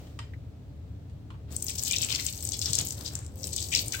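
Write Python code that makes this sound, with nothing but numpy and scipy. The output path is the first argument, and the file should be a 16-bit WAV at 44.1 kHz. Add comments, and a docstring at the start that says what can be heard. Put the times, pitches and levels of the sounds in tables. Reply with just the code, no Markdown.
"""A room with a steady low rumble; a plastic tub of dry powder stands close to the left microphone port.
Nearby, a hand brushes off powder and a vessel knocks lightly. Then, from about 1.5 s, a thin stream of
water is poured into the tub. It drums dully on the powder, throws a patter of droplets, sputters whenever
it digs into its own puddle and thuds in the heavier gushes. A faint hollow tone passes near the end."""
import sys
import numpy as np
from scipy import signal
from scipy.fft import rfft, irfft, next_fast_len
from scipy.io import wavfile
from scipy.ndimage import map_coordinates

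SR = 44100
rng = np.random.default_rng(int(sys.argv[2]) if len(sys.argv) > 2 else 0)


def unload_wav(signal):
    """Save mono or channel-first audio to the path in sys.argv[1] as 16-bit WAV at rate SR, clipped to [-1, 1]."""
    wavfile.write(
        sys.argv[1],
        SR,
        np.round(np.clip(np.atleast_2d(signal).T, -1, 1) * 32767).astype(np.int16),
    )


N = 176400
TOP_HZ = 15950
DROPLET_CYCLES = 6  # a tiny droplet dies away in this many cycles

# How alike diffuse sound is at the two ports: frequency_hz, correlation
PORT_LIKENESS = [(60, 1), (150, 0.91), (300, 0.8), (700, 0.23), (2000, 0), (8000, 0)]
# The room's reverberation: frequency_hz, t60_s
ROOM_DECAY = [(200, 0.088), (2000, 0.32), (6000, 0.25), (14000, 0.15)]


def amp(db):
    return 10 ** (np.asarray(db) / 20)


def unit_rms(x):
    return x / np.sqrt(np.mean(x ** 2) + 1e-20)


def lean_left(x, db):
    """Raise the left channel and lower the right, each by db."""
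    return x * amp([[db], [-db]])


def along(points, hz):
    """Read (frequency_hz, value) points on a log frequency axis."""
    point_hz, values = np.transpose(points)
    return np.interp(np.log(hz + 1), np.log(point_hz + 1), values)


def envelope(points):
    """Gain per sample from (time_s, level_db) points, silent before the first."""
    times, db = np.transpose(points)
    return amp(np.interp(np.arange(N) / SR, times, db)) * (np.arange(N) >= times[0] * SR)


def coloured(x, colour, size=16384):
    """Minimum-phase filter through (frequency_hz, gain_db) points."""
    cepstrum = irfft(np.log(amp(along(colour, np.fft.rfftfreq(size, 1 / SR)))))
    cepstrum[1:size // 2] *= 2
    cepstrum[size // 2 + 1:] = 0
    impulse = irfft(np.exp(rfft(cepstrum)))
    return signal.fftconvolve(x, impulse[None, :size // 2], axes=1)[:, :N]


def noise(colour):
    """Coloured stereo noise of rms 1, alike at both ports in the bass and independent in the treble."""
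    hz = np.fft.rfftfreq(N, 1 / SR)
    width = np.arccos(np.clip(along(PORT_LIKENESS, hz), -1, 1)) / 2
    spectrum = rfft(rng.standard_normal((2, N))) * amp(along(colour, hz))
    mid, side = irfft(spectrum * [np.cos(width), np.sin(width)], N)
    return unit_rms(np.array([mid + side, mid - side]))


def add(out, start_s, x):
    """Mix x into out from start_s on."""
    i = min(N, max(0, round(start_s * SR)))
    out[:, i:i + x.shape[-1]] += x[..., :N - i]


def pings(starts, hz, gain, cycles, rise=0.013, size=300, lead_s=0.000297):
    """Slightly rising tones that fall 60 dB in so many cycles; each reaches the left port first."""
    right_starts = starts + lead_s * rng.uniform(0.26, 1.66, len(starts))
    ports = []
    for arrival in (starts, right_starts):
        samples = np.ceil(arrival * SR).astype(int)[:, None] + np.arange(size)
        turns = (samples / SR - arrival[:, None]) * hz[:, None]
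        shape = (1 - np.exp(-turns)) * 1000 ** (-turns / cycles)
        tones = gain[:, None] * shape * np.sin(2 * np.pi * turns * (1 + rise * turns / cycles / 2))
        ports.append(np.bincount(samples.ravel(), tones.ravel(), N)[:N])
    return np.array(ports)


def grain_gains(count, spread_db):
    """Many small grains and a few large ones."""
    return amp(spread_db * np.minimum(rng.exponential(size=count), 3.5))


def echo(x, decay, stretches):
    """Diffuse reflections, with a fresh tail for each stretch of time as the source moves."""
    out = np.zeros((2, N))
    for k, part in enumerate(np.array_split(x, stretches)):
        hz, t, spectra = signal.stft(rng.standard_normal((2, SR // 4)), SR, nperseg=128)
        tail = signal.istft(spectra * amp(-60 * t / along(decay, hz)[:, None]), SR, nperseg=128)[1]
        tail = np.pad(tail / np.linalg.norm(tail[0]), ((0, 0), (SR // 700, 0)))  # 1.4 ms late
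        add(out, k * N / stretches / SR, signal.fftconvolve(part[None], tail, axes=1))
    return out


def room(hum_hz=75.4, hum_db=-46.5, rumble_db=-42.5):
    """The room tone: a low rumble with a faint hum."""
    # Spectrum of the rumble: frequency_hz, gain_db
    rumble_colour = [(15, -66), (25, -34), (59, -4.5), (107, 2), (170, -11.5), (200, -14), (228, -17),
                     (261, -15), (299, -14.5), (352, -27), (437, -21.5), (513, -29.5), (557, -24),
                     (1090, -41), (1180, -39), (1930, -44), (4210, -47.5), (5520, -55.5), (15800, -65)]
    hum = amp(hum_db) * np.sin(2 * np.pi * (hum_hz * np.arange(N) / SR + rng.random()))
    return lean_left(amp(rumble_db) * noise(rumble_colour) + hum, db=0.58)


def vessel_knocks(pivot_hz=2000, clack_t60_s=0.036):
    """Each light knock is a short clack that sets the vessel ringing; the room answers."""
    # Knocks on the vessel: start_s, level_db, tilt_db_per_octave
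    knocks = [(.07, -47, 4), (.19, -24.5, 0.5), (1.097, -52, 3.5), (1.304, -35.5, -2), (1.342, -41, -7.5)]
    # The vessel's resonances: pitch_hz, level_db, t60_s
    modes = [(934, 4, 0.15), (1180, -6, 0.15), (1250, -3, .09), (1600, -7, .1), (1900, 5, 0.072),
             (2380, 2, 0.11), (3070, -4, 0.12), (3270, 1, 0.13), (3420, -3, .1), (3740, -8, .1)]
    # Spectrum of the clack: frequency_hz, gain_db
    clack_colour = [(500, -16), (800, -8), (950, -2.5), (1200, 9), (1500, -10.5), (1950, -4), (2300, -10),
                    (2900, -3), (3400, -8), (4000, -8), (6500, -20.5), (8700, -13.5), (10000, -50)]
    out, t = np.zeros((2, N)), np.arange(SR // 4) / SR
    for start, db, tilt in knocks:
        ring = np.zeros((2, len(t)))
        for hz, mode_db, t60 in modes:
            fade = amp(mode_db + tilt * np.log2(hz / pivot_hz) - 60 * t / t60)
            ring += fade * np.sin(2 * np.pi * hz * t + rng.uniform(0, np.pi, (2, 1)))
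        tilted = [(hz, gain_db + tilt * np.log2(hz / pivot_hz)) for hz, gain_db in clack_colour]
        clack = unit_rms(coloured(rng.standard_normal((2, len(t))), tilted)[:, :len(t)])
        add(out, start, amp(db - 14) * ring / np.abs(ring).max())
        add(out, start, amp(db - 7 - 60 * t / clack_t60_s) * clack)
    return out + amp(-4) * echo(out[0], ROOM_DECAY, stretches=4)


def handling(tick_s=0.336, tick_db=-47.5, tick_t60_s=0.063):
    """Nearby, a hand brushes off powder; the vessel knocks and gives one small dull tick."""
    # The brushing, sinking to a faint hiss that stays: time_s, level_db
    rub_levels = [(0, -51.5), (.06, -55), (.15, -59), (.3, -63), (.45, -65.5)]
    # Spectrum of the brushing: frequency_hz, gain_db
    rub_colour = [(500, 3.5), (1500, -12), (3500, -11), (8000, -15.5), (10500, -27), (15000, -16.5)]
    # Spectrum of the tick: frequency_hz, gain_db
    tick_colour = [(1100, -30), (1850, 2), (2300, -2), (2900, -22), (9000, -36)]
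    out = vessel_knocks() + envelope(rub_levels) * noise(rub_colour)
    t = np.arange(SR // 4) / SR
    add(out, tick_s, amp(tick_db - 60 * t / tick_t60_s) * noise(tick_colour)[:, :len(t)])
    return lean_left(out, db=0.5)


def drumming(slap_count=3000, hiss_db=2):
    """The powder takes the stream with a dull murmur and soft, dense slaps of mud."""
    # The stream drumming on the powder: time_s, level_db
    drum_levels = [(1.47, -67), (1.52, -49), (1.62, -54), (1.9, -49.5), (2.15, -47.5), (2.33, -58),
                   (2.48, -47.5), (2.6, -52.5), (2.7, -52), (2.82, -43.5), (2.9, -51.5), (3.02, -46),
                   (3.3, -56), (3.43, -49), (3.65, -51), (3.77, -45.5), (4.0, -49.5)]
    # Spectrum of the drumming: frequency_hz, gain_db
    drum_colour = [(40, -7), (75, 10.5), (110, 9), (200, 5.5), (280, 6), (500, 0), (800, -4.5), (1400, -20),
                   (4000, -80)]
    # Soft splatter of mud: time_s, level_db
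    mud_levels = [(1.48, -66), (1.53, -53), (1.6, -69), (1.95, -63.5), (2.12, -47.5), (2.21, -55.5),
                  (2.3, -68), (2.58, -78), (2.68, -46.5), (2.74, -66), (2.8, -45), (2.87, -75), (3.01, -54),
                  (3.08, -58.5), (3.17, -54), (3.35, -69.5), (3.7, -103), (3.96, -49.5)]
    # Spectrum of the splatter: frequency_hz, gain_db
    mud_colour = [(300, -23.5), (800, -10.5), (1500, -4), (2200, -8), (4000, -3), (9000, -28)]
    starts = rng.uniform(0, N / SR, slap_count)
    hz = rng.uniform(370, 2420, slap_count)
    slaps = pings(starts, hz, grain_gains(slap_count, spread_db=3.5), cycles=6.3)
    mud = unit_rms(unit_rms(coloured(slaps, mud_colour)) + amp(hiss_db) * noise(mud_colour))
    return lean_left(envelope(drum_levels) * noise(drum_colour) + envelope(mud_levels) * mud, db=1)


def blobs(per_s=120, spread_db=2):
    """The stream arrives in uneven blobs: a quickly wavering gain of rms 1."""
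    position = np.arange(N) * per_s / SR
    blob_sizes = rng.standard_normal(int(position[-1]) + 4)
    return unit_rms(amp(spread_db * map_coordinates(blob_sizes, [position])))


def patter(per_s=750, pitch_hz=7640, pitch_spread=0.29, puff_s=0.0037):
    """Tiny droplets land at random, each a ping with a short puff of spray."""
    # Fine patter of the stream: time_s, level_db
    patter_levels = [(1.49, -74), (1.52, -51), (1.6, -52), (1.69, -39.5), (1.73, -47.5), (1.81, -42.5),
                     (1.85, -38.5), (2.03, -42.5), (2.25, -41.5), (2.42, -41.5), (2.52, -45), (2.66, -42),
                     (2.79, -45), (2.91, -42.5), (3.0, -47), (3.16, -51.5), (3.27, -72), (3.33, -67.5),
                     (3.39, -51.5), (3.46, -45), (3.7, -45.5), (3.8, -39), (3.9, -46), (4.0, -39.5)]
    count = int(per_s * N / SR)
    starts = rng.uniform(0, N / SR, count)
    gain = grain_gains(count, spread_db=4.3)
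    hz = np.minimum(pitch_hz * np.exp(pitch_spread * rng.standard_normal(count)), TOP_HZ)
    impact_energy = np.bincount((starts * SR).astype(int), gain ** 2, N)[:N]
    puff_energy = signal.lfilter([1], [1, -np.exp(-1 / (puff_s * SR))], impact_energy)
    spray = unit_rms(np.sqrt(puff_energy) * rng.standard_normal((2, N)))
    droplets = unit_rms(pings(starts, hz, gain, DROPLET_CYCLES))
    return envelope(patter_levels) * (amp(-2) * droplets + amp(-3.5) * spray)


def drops(fragments=9, splat_s=0.0046, early_share=0.3, puff_rise_s=0.0011, delay_s=0.001005):
    """A big drop rings for a few cycles amid its fragments, with a puff of spray."""
    # Big drops landing: start_s, level_db, pitch_hz
    landings = [(1.564, -22, 8400), (1.6236, -22.5, 8500), (1.666, -28, 7400), (1.6825, -23.5, 5400),
                (1.7034, -28.5, 7750), (1.7844, -26, 7300), (1.8347, -23, 7160), (1.8494, -27, 7200),
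                (1.8785, -23.5, 5400), (1.9106, -18.5, 6550), (1.9223, -21, 7750), (1.9321, -17.5, 3540),
                (1.962, -19, 5700), (1.967, -19, 3970), (1.9836, -21.5, 6840), (2.0223, -22.5, 7600),
                (2.035, -25.5, 7320), (2.0464, -22.5, 7640), (2.105, -21, 3540), (2.1247, -19, 4740),
                (2.1486, -18.5, 5120), (2.2643, -19.5, 7130), (2.2754, -38, 7000), (2.425, -31, 7800),
                (2.4506, -23.5, 8060), (2.473, -27.5, 6700), (2.4889, -25, 7460), (2.519, -23.5, 6160),
                (2.5413, -27.5, 4530), (2.591, -24, 7050), (2.6152, -20.5, 4900), (2.6575, -18, 5440),
                (2.732, -18, 6650), (2.7522, -18, 7750), (2.7864, -15.5, 6400), (2.7966, -24, 7240),
                (2.812, -26, 7300), (2.87, -26, 6960), (2.8857, -31, 7300), (2.9062, -24.5, 6950),
                (3.061, -24.5, 4820), (3.1526, -24.5, 7300), (3.1893, -36, 7200), (3.247, -47, 7340),
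                (3.2636, -39.5, 7200), (3.4312, -29, 5700), (3.4404, -25, 5430), (3.47, -27.5, 9000),
                (3.529, -33, 8100), (3.5626, -23, 7400), (3.6255, -29, 7100), (3.7383, -17.5, 2960),
                (3.749, -12, 5230), (3.7605, -17, 4290), (3.773, -23, 6250), (3.7915, -17.5, 4660),
                (3.8812, -24.5, 8430), (3.922, -23, 6000)]
    out = np.zeros((2, N))
    puff_age = np.arange(SR // 100) / SR / puff_rise_s
    puff = puff_age * np.exp(1 - puff_age)
    for start, db, hz in landings:
        start = start + delay_s
        offsets = splat_s * ((np.arange(fragments) + rng.random(fragments)) / fragments - early_share)
        fragment_hz = hz * np.exp(0.23 * rng.permutation(np.linspace(-1, 1, fragments)))
        fragment_gain = amp(1.5) * np.exp(-2 * np.abs(offsets) / splat_s)
        splat = pings(start + offsets, fragment_hz, fragment_gain, DROPLET_CYCLES)
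        splat += pings(np.array([start]), np.array([hz]), np.ones(1), cycles=16.6, size=600)
        out += amp(db - 7) * splat * np.sqrt(splat_s * SR / np.sum(splat[0] ** 2))
        add(out, start - puff_rise_s, amp(db - 19) * puff * rng.standard_normal((2, len(puff))))
    return out


def snaps(droplets=8, pitch_hz=13100, length_s=0.0022):
    """Fine spray bursts in thin, high snaps, each a tight handful of the smallest droplets."""
    # Bursts of spray: start_s, level_db
    bursts = [(1.644, -21), (1.835, -24), (2.018, -22), (2.44, -25), (2.812, -28), (2.851, -20),
              (3.357, -35.5), (3.701, -38), (3.8158, -22.5)]
    out = np.zeros((2, N))
    for start, db in bursts:
        starts = start + length_s * rng.random(droplets)
        hz = pitch_hz * np.exp(rng.uniform(-0.045, 0.14, droplets))
        burst = pings(starts, hz, np.ones(droplets), DROPLET_CYCLES)
        out += amp(db) * burst / np.abs(burst[0]).max()
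    return out


def sputters(bubbles_per_s=1000, highest_hz=7950, rise_s=0.006, fade_db=5):
    """The stream beats air into the puddle: fading crowds of little bubbles."""
    # Sputters in the puddle: start_s, length_s, level_db, lowest_hz
    crowds = [(1.686, 0.025, -39, 2290), (1.775, 0.028, -37, 3400), (1.845, 0.058, -36.5, 2970),
              (1.901, 0.066, -33.5, 2400), (2.004, 0.046, -32.5, 2480), (2.084, 0.08, -33, 2230),
              (2.18, 0.054, -35.5, 1880), (2.262, 0.034, -36, 2520), (2.515, 0.044, -36, 3240),
              (2.615, 0.04, -35.5, 3500), (2.66, 0.051, -36.5, 3240), (2.724, 0.05, -33.5, 3800),
              (2.777, 0.036, -33, 2460), (3.044, 0.043, -39.5, 3500), (3.191, .09, -59, 6900),
              (3.518, 0.039, -41, 4040), (3.558, 0.11, -39, 3460), (3.715, 0.029, -32, 2090),
              (3.738, 0.063, -31.5, 2370), (3.921, 0.033, -33.5, 1930)]
    out = np.zeros((2, N))
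    for start, length, db, lowest_hz in crowds:
        count = int(bubbles_per_s * length) + 1
        progress = (np.arange(count) + rng.random(count)) / count
        hz = lowest_hz * (highest_hz / lowest_hz) ** (rng.permutation(count) / count)
        shape = amp(-fade_db * progress) * (1 - np.exp(-length * progress / rise_s))
        gain = grain_gains(count, spread_db=4.5) * shape
        crowd = pings(start + length * progress, hz, gain, cycles=8.5)
        out += amp(db) * crowd * np.sqrt(length * SR / np.sum(crowd[0] ** 2))
    return out


def bubbles():
    """A few large bubbles ring on in the puddle, rising in pitch."""
    # Ringing bubbles: start_s, level_db, pitch_hz
    large_bubbles = [(1.914, -19, 2400), (1.939, -17, 2610), (3.725, -17.5, 2410), (3.737, -16.5, 3010),
                     (3.747, -15.5, 2290), (3.778, -21, 4530), (3.944, -17, 1530)]
    starts, db, hz = np.transpose(large_bubbles)
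    return pings(starts, hz, amp(db), cycles=58, rise=0.045, size=2000)


def thuds(width_s=0.029):
    """Each heavy gush pushes on the bed of powder with a soft, low swell."""
    # Heavy gushes into the tub: crest_s, level_db
    gushes = [(2.02, -41.5), (2.71, -37.5), (2.81, -37), (3.769, -36.5), (3.85, -43)]
    # Spectrum of a thud: frequency_hz, gain_db
    thud_colour = [(35, -19), (70, 4.5), (110, 3), (170, -4.5), (260, -15), (500, -15), (1200, -43)]
    t = np.arange(N) / SR
    push = sum(amp(db) * np.exp(-((t - crest) / width_s) ** 2) for crest, db in gushes)
    return lean_left(push * noise(thud_colour), db=1)


def hollow_tone(crest_s=3.43, width_s=0.085, pitch_hz=525, bandwidth_hz=14, level_db=-53):
    """A faint hollow tone swells and fades once as the stream picks up again."""
    t = np.arange(N) / SR
    band = np.exp(-((np.fft.rfftfreq(N, 1 / SR) - pitch_hz) / bandwidth_hz) ** 2)
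    narrow_noise = irfft(rfft(rng.standard_normal(N)) * band, N)
    tone = np.cos(np.angle(signal.hilbert(narrow_noise)))  # even level, wandering pitch
    return amp(level_db) * np.exp(-((t - crest_s) / width_s) ** 2) * tone


def scene(left_db=4.5, right_db=-5, tub_t60_s=0.0053):
    """The water is heard directly, off the tub's wall and through the room; the right port is shaded."""
    # Spectral shaping of the splashing water: frequency_hz, gain_db
    water_colour = [(300, -31), (1200, -14), (1700, -12), (2300, -6.5), (4500, -2), (7000, 0.5),
                    (7900, 4.5), (9200, -2), (10500, -10), (12500, 0), (15500, 2.5)]
    # Colour of the water at the shaded right port: frequency_hz, gain_db
    right_shade = [(1500, 2.5), (2500, 0), (4500, -.5), (8000, -3.5), (13000, 0)]
    stream = blobs() * (patter() + sputters() + bubbles())
    water = coloured(stream + drops() + snaps(), water_colour)
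    tub_echo = amp(-10.5) * echo(water[0], [(TOP_HZ, tub_t60_s)], stretches=30)
    room_echo = amp(-9.5) * echo(water[0], ROOM_DECAY, stretches=10)
    direct = water * amp([[left_db], [right_db]])
    reflected = (tub_echo + room_echo) * amp([[left_db], [left_db - 0.5]])  # nearly even at both ports
    left, right = direct + reflected
    splashing = np.vstack([left, coloured(right[None], right_shade)])
    return splashing + drumming() + thuds() + hollow_tone() + handling() + room()


def record(dry):
    """The recorder keeps nothing above TOP_HZ."""
    size = next_fast_len(N + SR // 2)
    passband = np.fft.rfftfreq(size, 1 / SR) < TOP_HZ
    return irfft(rfft(dry, size) * passband, size)[:, :N]


dry = scene()
out = record(dry)
unload_wav(out)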